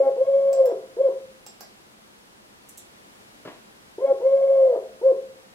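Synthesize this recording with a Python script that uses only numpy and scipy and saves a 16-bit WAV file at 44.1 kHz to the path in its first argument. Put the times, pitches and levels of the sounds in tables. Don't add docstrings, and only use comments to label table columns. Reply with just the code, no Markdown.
import sys
import numpy as np
from scipy import signal
from scipy.fft import rfft, irfft
from scipy.io import wavfile
from scipy.ndimage import uniform_filter1d

SR = 44100
rng = np.random.default_rng(int(sys.argv[2]) if len(sys.argv) > 2 else 0)


def log_audio(samples):
    frames = np.atleast_2d(samples).T
    limited = np.clip(frames, -1, 1)
    pcm = np.round(limited * 32767).astype(np.int16)
    wavfile.write(sys.argv[1], SR, pcm)


N = 244314

# start_s, end_s, base_pitch_hz, final_drop_share_of_pitch, drop_time_s, second_partial_db,
# half_pitch_partials_db, rasp_db, fourth_partial_db, sixth_partial_db
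NOTES = [(-0.058, 0.099, 540.5, 0.047, 0.0075, -56, -40, -39.5, -67, -81),
         (0.16, 0.728, 544.3, .27, .04, -58.5, -75.5, -40.5, -72, -73.5),
         (0.965, 1.094, 554.5, 0.197, 0.014, -58, -74, -40.5, -71, -70),
         (3.98, 4.13, 546, 0.1, 0.0079, -53, -43.5, -41, -67, -74),
         (4.2, 4.765, 539.9, .28, .04, -57.5, -73, -40, -67, -77),
         (5.012, 5.126, 556, 0.18, .022, -56, -86, -42.5, -66.5, -80.5)]
# time_s, level_db
TONE_CURVES = [
    [(0.0, -11.5), (0.027, -21.5), (0.052, -27.5), (0.07, -16.5), (0.093, -16.5), (0.105, -22.5)],
    [(0.16, -37.5), (0.199, -21), (0.219, -15), (0.245, -35), (0.262, -29), (0.29, -18), (0.315, -28),
     (0.35, -18.5), (0.42, -26.5), (0.488, -19), (0.55, -30), (0.612, -12), (0.638, -26), (0.66, -19),
     (0.683, -15), (0.692, -19.5), (0.703, -32), (0.728, -25)],
    [(0.965, -32), (0.983, -28.5), (1.012, -14.5), (1.026, -32.5), (1.042, -21), (1.058, -16),
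     (1.078, -21.5), (1.096, -21)],
    [(3.979, -26), (4.007, -42), (4.025, -23), (4.037, -25.5), (4.05, -14.5), (4.065, -32.5),
     (4.095, -26.5), (4.11, -16), (4.133, -16)],
    [(4.2, -38.5), (4.24, -22.5), (4.266, -16), (4.297, -23.5), (4.34, -14), (4.41, -24), (4.44, -19),
     (4.47, -27.5), (4.5, -18), (4.55, -19), (4.6, -14.5), (4.635, -13.5), (4.665, -25), (4.69, -17.5),
     (4.714, -15.5), (4.761, -34)],
    [(5.009, -31), (5.028, -32.5), (5.04, -20), (5.048, -18.5), (5.062, -14.5), (5.085, -16),
     (5.108, -16.5), (5.126, -21.5)],
]
# multiple_of_pitch, level_db over the second-partial setting
OVERTONES = [(2, -2.5), (3, -20.5)]
# multiple_of_pitch, level_db
HALF_PITCH_PARTIALS = [(.5, -7.5), (1.5, 1.5), (2.5, -20.5), (3.5, -25.5)]
# frequency_hz, density_db (per Hz)
RASP_COLOUR = [(200, -38.5), (330, -25), (450, -2.5), (560, 9), (680, 3), (780, -15.5), (1000, -23.5),
               (2000, -44.5), (4000, -64)]
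# frequency_hz, level_db, t60_s (time to fall 60 dB), sign (between bird and ports)
ROOM_MODES = [(352, 11.5, 0.19, 1), (330, 0, 1, -1), (378.9, 12, 0.4, 1), (394, 9.5, 0.44, 1),
              (397, -2, 0.66, 1), (413, -11, 0.43, -1), (437.4, 6, 0.37, 1), (453, -4, 0.78, -1),
              (490, -5, 0.31, 1), (512, -4.5, 0.39, -1), (475.5, -9.5, 0.43, -1), (523.2, -8.5, 0.64, -1),
              (538.2, -0.5, 0.42, 1), (541.27, 5.5, 0.19, -1), (616.4, -12, 0.46, -1), (590, -1, 0.23, 1),
              (640, 2, 0.43, -1), (622, -6, 0.76, 1), (692, -8.5, 0.76, -1), (705, -7.5, 0.18, 1),
              (670, -6, 0.79, -1), (750, -10.5, 0.23, 1)]
# frequency_hz, t60_s
ROOM_TAIL = [(200, 0.18), (700, .38), (1500, 0.34), (4000, 0.52), (6000, 0.26), (9000, 0.25),
             (15000, 0.073)]
# frequency_hz, density_db (per Hz)
HISS_MID = [(12, -51), (20, -12), (172, -5), (204, -0.5), (228, -3.5), (377, -3.5), (433, -6), (471, -6),
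            (1030, -10.5), (1180, -12), (2130, -15), (11100, -22.5), (16000, -32.5)]
# frequency_hz, density_db (per Hz)
HISS_SIDE = [(12, -56.5), (20, -31), (60, -10.5), (150, -4.5), (356, -0.5), (471, -2.5), (542, -1),
             (737, -2), (1120, -2.5), (3940, -10), (16000, -24)]
# time_s, level_db
HISS_SWELL = [(0, -2), (2.4, -3), (3.2, -1), (3.8, -2), (5.54, -2.5)]
# frequency_hz, density_db (per Hz)
HUM_COLOUR = [(150, -37), (185, -9.5), (203, 4.5), (222, 1), (270, -50)]
# time_s, level_db, released (0 pressed, 1 released)
MOUSE_CLICKS = [(0.528, -38, 0), (0.656, -33.5, 1), (1.463, -39, 0), (1.606, -33, 1)]
# delay_s, level_db
BOUNCES = [(0, -6), (.002, 6.5), (.0045, 3), (.008, -11)]
# frequency_hz, pressed_db, released_db, t60_s
SHELL_MODES = [(690, -2.5, -5.5, 0.012), (1190, -8.5, -10.5, 0.0069), (1660, -19.5, -14.5, 0.014),
               (2725, -8, -14.5, 0.0061), (3500, -11.5, -15.5, 0.0044), (5330, -1.5, -5, 0.0045),
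               (5830, 1.5, -3, 0.0041), (7580, 1, -12, 0.012), (9000, 3, -2, 0.0014), (11640, 0, 3, 0.0017),
               (13900, -7.5, -5.5, 0.008), (15400, -2, -5.5, .004)]
# time_s, level_db, bass_cut_hz
SWITCH_TICKS = [(2.688, -35, 6000), (2.6923, -29, 5500), (2.7748, -30, 3500), (2.779, -27, 3000),
                (2.783, -33, 3500)]
# frequency_hz, density_db (per Hz)
TICK_COLOUR = [(1470, -46), (2500, -22), (3540, -7), (5320, -17), (5930, 1), (6460, -12), (7140, 1.5),
               (12300, -4.5), (15800, -9)]
# time_s, level_db
KNOCKS = [(3.451, -42), (3.474, -42.5)]
# frequency_hz, density_db (per Hz)
KNOCK_COLOUR = [(60, -40), (110, -17), (230, -6), (350, -8.5), (600, -10), (1400, -17), (3000, -25.5),
                (5000, -33), (8000, -70)]
# frequency_hz, level_db, t60_s
DESK_MODES = [(241, -6, .22), (335, -7.5, 0.15), (595, -11.5, 0.11)]

SCOOP, SCOOP_S, SCOOP_SHAPE, ARCH, DROP_SHAPE = 0.26, 0.024, 1.074, 0.0088, 0.8
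SECOND_SLACK_DB, RASP_SLACK_DB, FOURTH_SLACK_DB, SIXTH_SLACK_DB = 27, 29, -89.5, -140
HALVES_AFTER_S, HALVES_SPAN_S, HALVES_FADE_DB = 0.115, 0.036, -11.5
WAVER, WAVER_S, FLICKER_DB = 0.0015, 0.018, 3.5
RASP_CLIMB_DB, RASP_CLIMB_S, RASP_END_DB = 10.5, 0.094, 6.5
HISS_MID_DB, HISS_SIDE_DB, HUM_DB = -53.5, -51, -71.0
EDGE_HZ = 16000


def gain_of(db):
    return 10 ** (np.asarray(db) / 20)


def read(points, hz):
    f, value = np.transpose(points)
    return np.interp(np.log(hz + 1), np.log(f + 1), value)


def add(mix, start_s, sound):
    part = mix[round(start_s * SR):][:len(sound)]
    part += sound[:len(part)]


def coloured(points, size):
    spectrum = rfft(rng.standard_normal(size))
    x = irfft(spectrum * gain_of(read(points, np.fft.rfftfreq(size, 1 / SR))), size)
    return x / np.std(x)


def ring(hz, db, t60, t):
    return gain_of(db - 60 * t / t60) * np.sin(2 * np.pi * hz * t)


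def without_bass(x, hz):
    return signal.sosfilt(signal.butter(N=2, Wn=hz, btype="high", fs=SR, output="sos"), x)


def from_left(x, count=5):
    later = np.r_[np.zeros(count), x[:-count]]
    return np.array([x * gain_of(4.0), later * gain_of(3.0)])


def room_modes(x):
    t = np.arange(SR // 2) / SR
    answer = sum(np.sign(sign) * ring(hz, db, t60, t) for hz, db, t60, sign in ROOM_MODES)
    return signal.fftconvolve(x, answer / 1500)[:N]


def room_tail(x, gap_s):
    taps = np.zeros((2, SR // 2))
    at = np.arange(round(gap_s * SR), SR // 2 - 20, 20)
    at = at + rng.integers(0, 20, (2, SR // 40))[:, :len(at)]
    signs = rng.choice([-1., 1.], (2, SR // 40))[:, :at.shape[1]]
    np.put_along_axis(taps, at, signs, 1)
    hz, t, bands = signal.stft(taps, SR, nperseg=256)
    fade = gain_of(-60 * t / read(ROOM_TAIL, hz)[:, None])
    decay = signal.istft(bands * fade, SR, nperseg=256)[1]
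    return signal.fftconvolve(x[None], decay / np.linalg.norm(decay[0]), axes=1)[:, :N]


def coo_note(row, tone_curve):
    (start, end, base_hz, drop, drop_s, second_db, half_db, rasp_db,
     fourth_db, sixth_db) = row
    t = np.arange(max(start, 0), end, 1 / SR)
    share = (t - start) / (end - start)

    scoop = SCOOP * np.exp(-((t - start) / SCOOP_S) ** SCOOP_SHAPE)
    final_drop = drop * np.exp(-((end - t) / drop_s) ** DROP_SHAPE)
    slack = scoop + final_drop
    slow = [(1, 0), (1 / WAVER_S, 0), (2 / WAVER_S, -40), (SR, -200)]  # frequency_hz, density_db
    waver = coloured(slow, len(t))
    flicker = gain_of(FLICKER_DB * coloured(slow, len(t)))
    hz = base_hz * (1 - slack + ARCH * np.sin(np.pi * share) + WAVER * waver)
    angle = 2 * np.pi * np.cumsum(hz) / SR

    tone_db = uniform_filter1d(np.interp(t, *np.transpose(tone_curve)), size=250)
    main = gain_of(tone_db) * np.sin(angle)
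    upper = sum(gain_of(db) * np.sin(k * angle) for k, db in OVERTONES)
    upper *= flicker * gain_of(second_db + SECOND_SLACK_DB * slack)
    distance = ((t - start - HALVES_AFTER_S) / HALVES_SPAN_S) ** 2
    halves = sum(gain_of(db) * np.sin(k * angle) for k, db in HALF_PITCH_PARTIALS)
    halves *= gain_of(half_db + HALVES_FADE_DB * distance)
    tones = np.sqrt(2) * (main + upper + halves)

    top = gain_of(fourth_db + FOURTH_SLACK_DB * slack) * np.sin(4 * angle)
    top += gain_of(sixth_db + SIXTH_SLACK_DB * slack) * np.sin(6 * angle)

    climb_db = RASP_END_DB * share ** 2 - RASP_CLIMB_DB * np.exp((start - t) / RASP_CLIMB_S)
    rasp = gain_of(rasp_db + climb_db + RASP_SLACK_DB * slack) * coloured(RASP_COLOUR, len(t))

    edge = np.sin(np.pi / 2 * np.clip(np.minimum(t - t[0], end - t) / 0.006, 0, 1)) ** 2
    return t[0], (tones + rasp) * edge, np.sqrt(2) * flicker * top * edge


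def dove():
    voice, top = np.zeros((2, N))
    for row, tone_curve in zip(NOTES, TONE_CURVES):
        start_s, low_part, top_part = coo_note(row, tone_curve)
        add(voice, start_s, low_part)
        add(top, start_s, top_part)
    voice = without_bass(voice, 230)
    above_tone = signal.butter(N=10, Wn=740, btype="high", fs=SR, output="sos")
    upper = signal.sosfilt(above_tone, voice)
    wet = room_tail(upper + gain_of(-9.5) * top, 0.004)
    body = voice + room_modes(voice) + gain_of(-4.0) * wet[0]
    near = from_left(body, count=7) + from_left(top, count=2)
    return near + gain_of(-5) * wet


def hiss():
    mid = gain_of(HISS_MID_DB) * coloured(HISS_MID, N)
    side = gain_of(HISS_SIDE_DB) * coloured(HISS_SIDE, N)
    swell = gain_of(np.interp(np.arange(N) / SR, *np.transpose(HISS_SWELL)))
    floor = swell * np.array([mid + side, mid - side]) * gain_of([[.3], [-.3]])
    hum = gain_of(HUM_DB) * coloured(HUM_COLOUR, N)
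    return floor + from_left(hum)


def mouse_clicks():
    out, t = np.zeros(N), np.arange(1500) / SR
    for start_s, level_db, released in MOUSE_CLICKS:
        for delay_s, bounce_db in BOUNCES:
            spread = rng.uniform(0.94, 1.012, len(SHELL_MODES))
            shell = np.zeros(len(t))
            for k, (hz, pressed_db, released_db, t60) in zip(spread, SHELL_MODES):
                mode_db = released_db if round(released) else pressed_db
                shell += np.sign(k - 1) * ring(hz * k, mode_db, t60, t)
            attack = np.minimum(t / 0.00026, 1)
            add(out, start_s + delay_s, gain_of(level_db + bounce_db - 1.0) * shell * attack)
    return out


def switch_ticks():
    out, t = np.zeros(N), np.arange(1500) / SR
    for start_s, level_db, bass_cut_hz in SWITCH_TICKS:
        burst = without_bass(coloured(TICK_COLOUR, len(t)), bass_cut_hz)
        add(out, start_s, gain_of(level_db - 7.5 - 60 * t / 0.018) * burst)
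    return out


def clicks():
    out = without_bass(mouse_clicks() + switch_ticks(), 300)
    return out * gain_of([[-5], [0]]) + gain_of([[-1], [2]]) * room_tail(out, 0.0029)


def knocks():
    out, t = np.zeros(N), np.arange(6000) / SR
    for start_s, level_db in KNOCKS:
        fade = gain_of(level_db - 60 * t / 0.085) * np.minimum(t / 0.00074, 1)
        add(out, start_s, fade * coloured(KNOCK_COLOUR, len(t)))
        desk = sum(ring(*mode, t) for mode in DESK_MODES)
        add(out, start_s, gain_of(level_db) * np.minimum(t / 0.0031, 1) * desk)
    out = without_bass(out, 110)
    near = from_left(gain_of(3.5) * out + room_tail(out, 0.00302)[0])
    return near + gain_of(-2) * room_tail(out, 0.0032)


def scene():
    return dove() + hiss() + clicks() + knocks()


def record(dry):
    low_pass = signal.firwin(511, EDGE_HZ, window=("kaiser", 9), fs=SR)
    return signal.oaconvolve(dry, low_pass[None], "same")


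dry = scene()
out = record(dry)
log_audio(out)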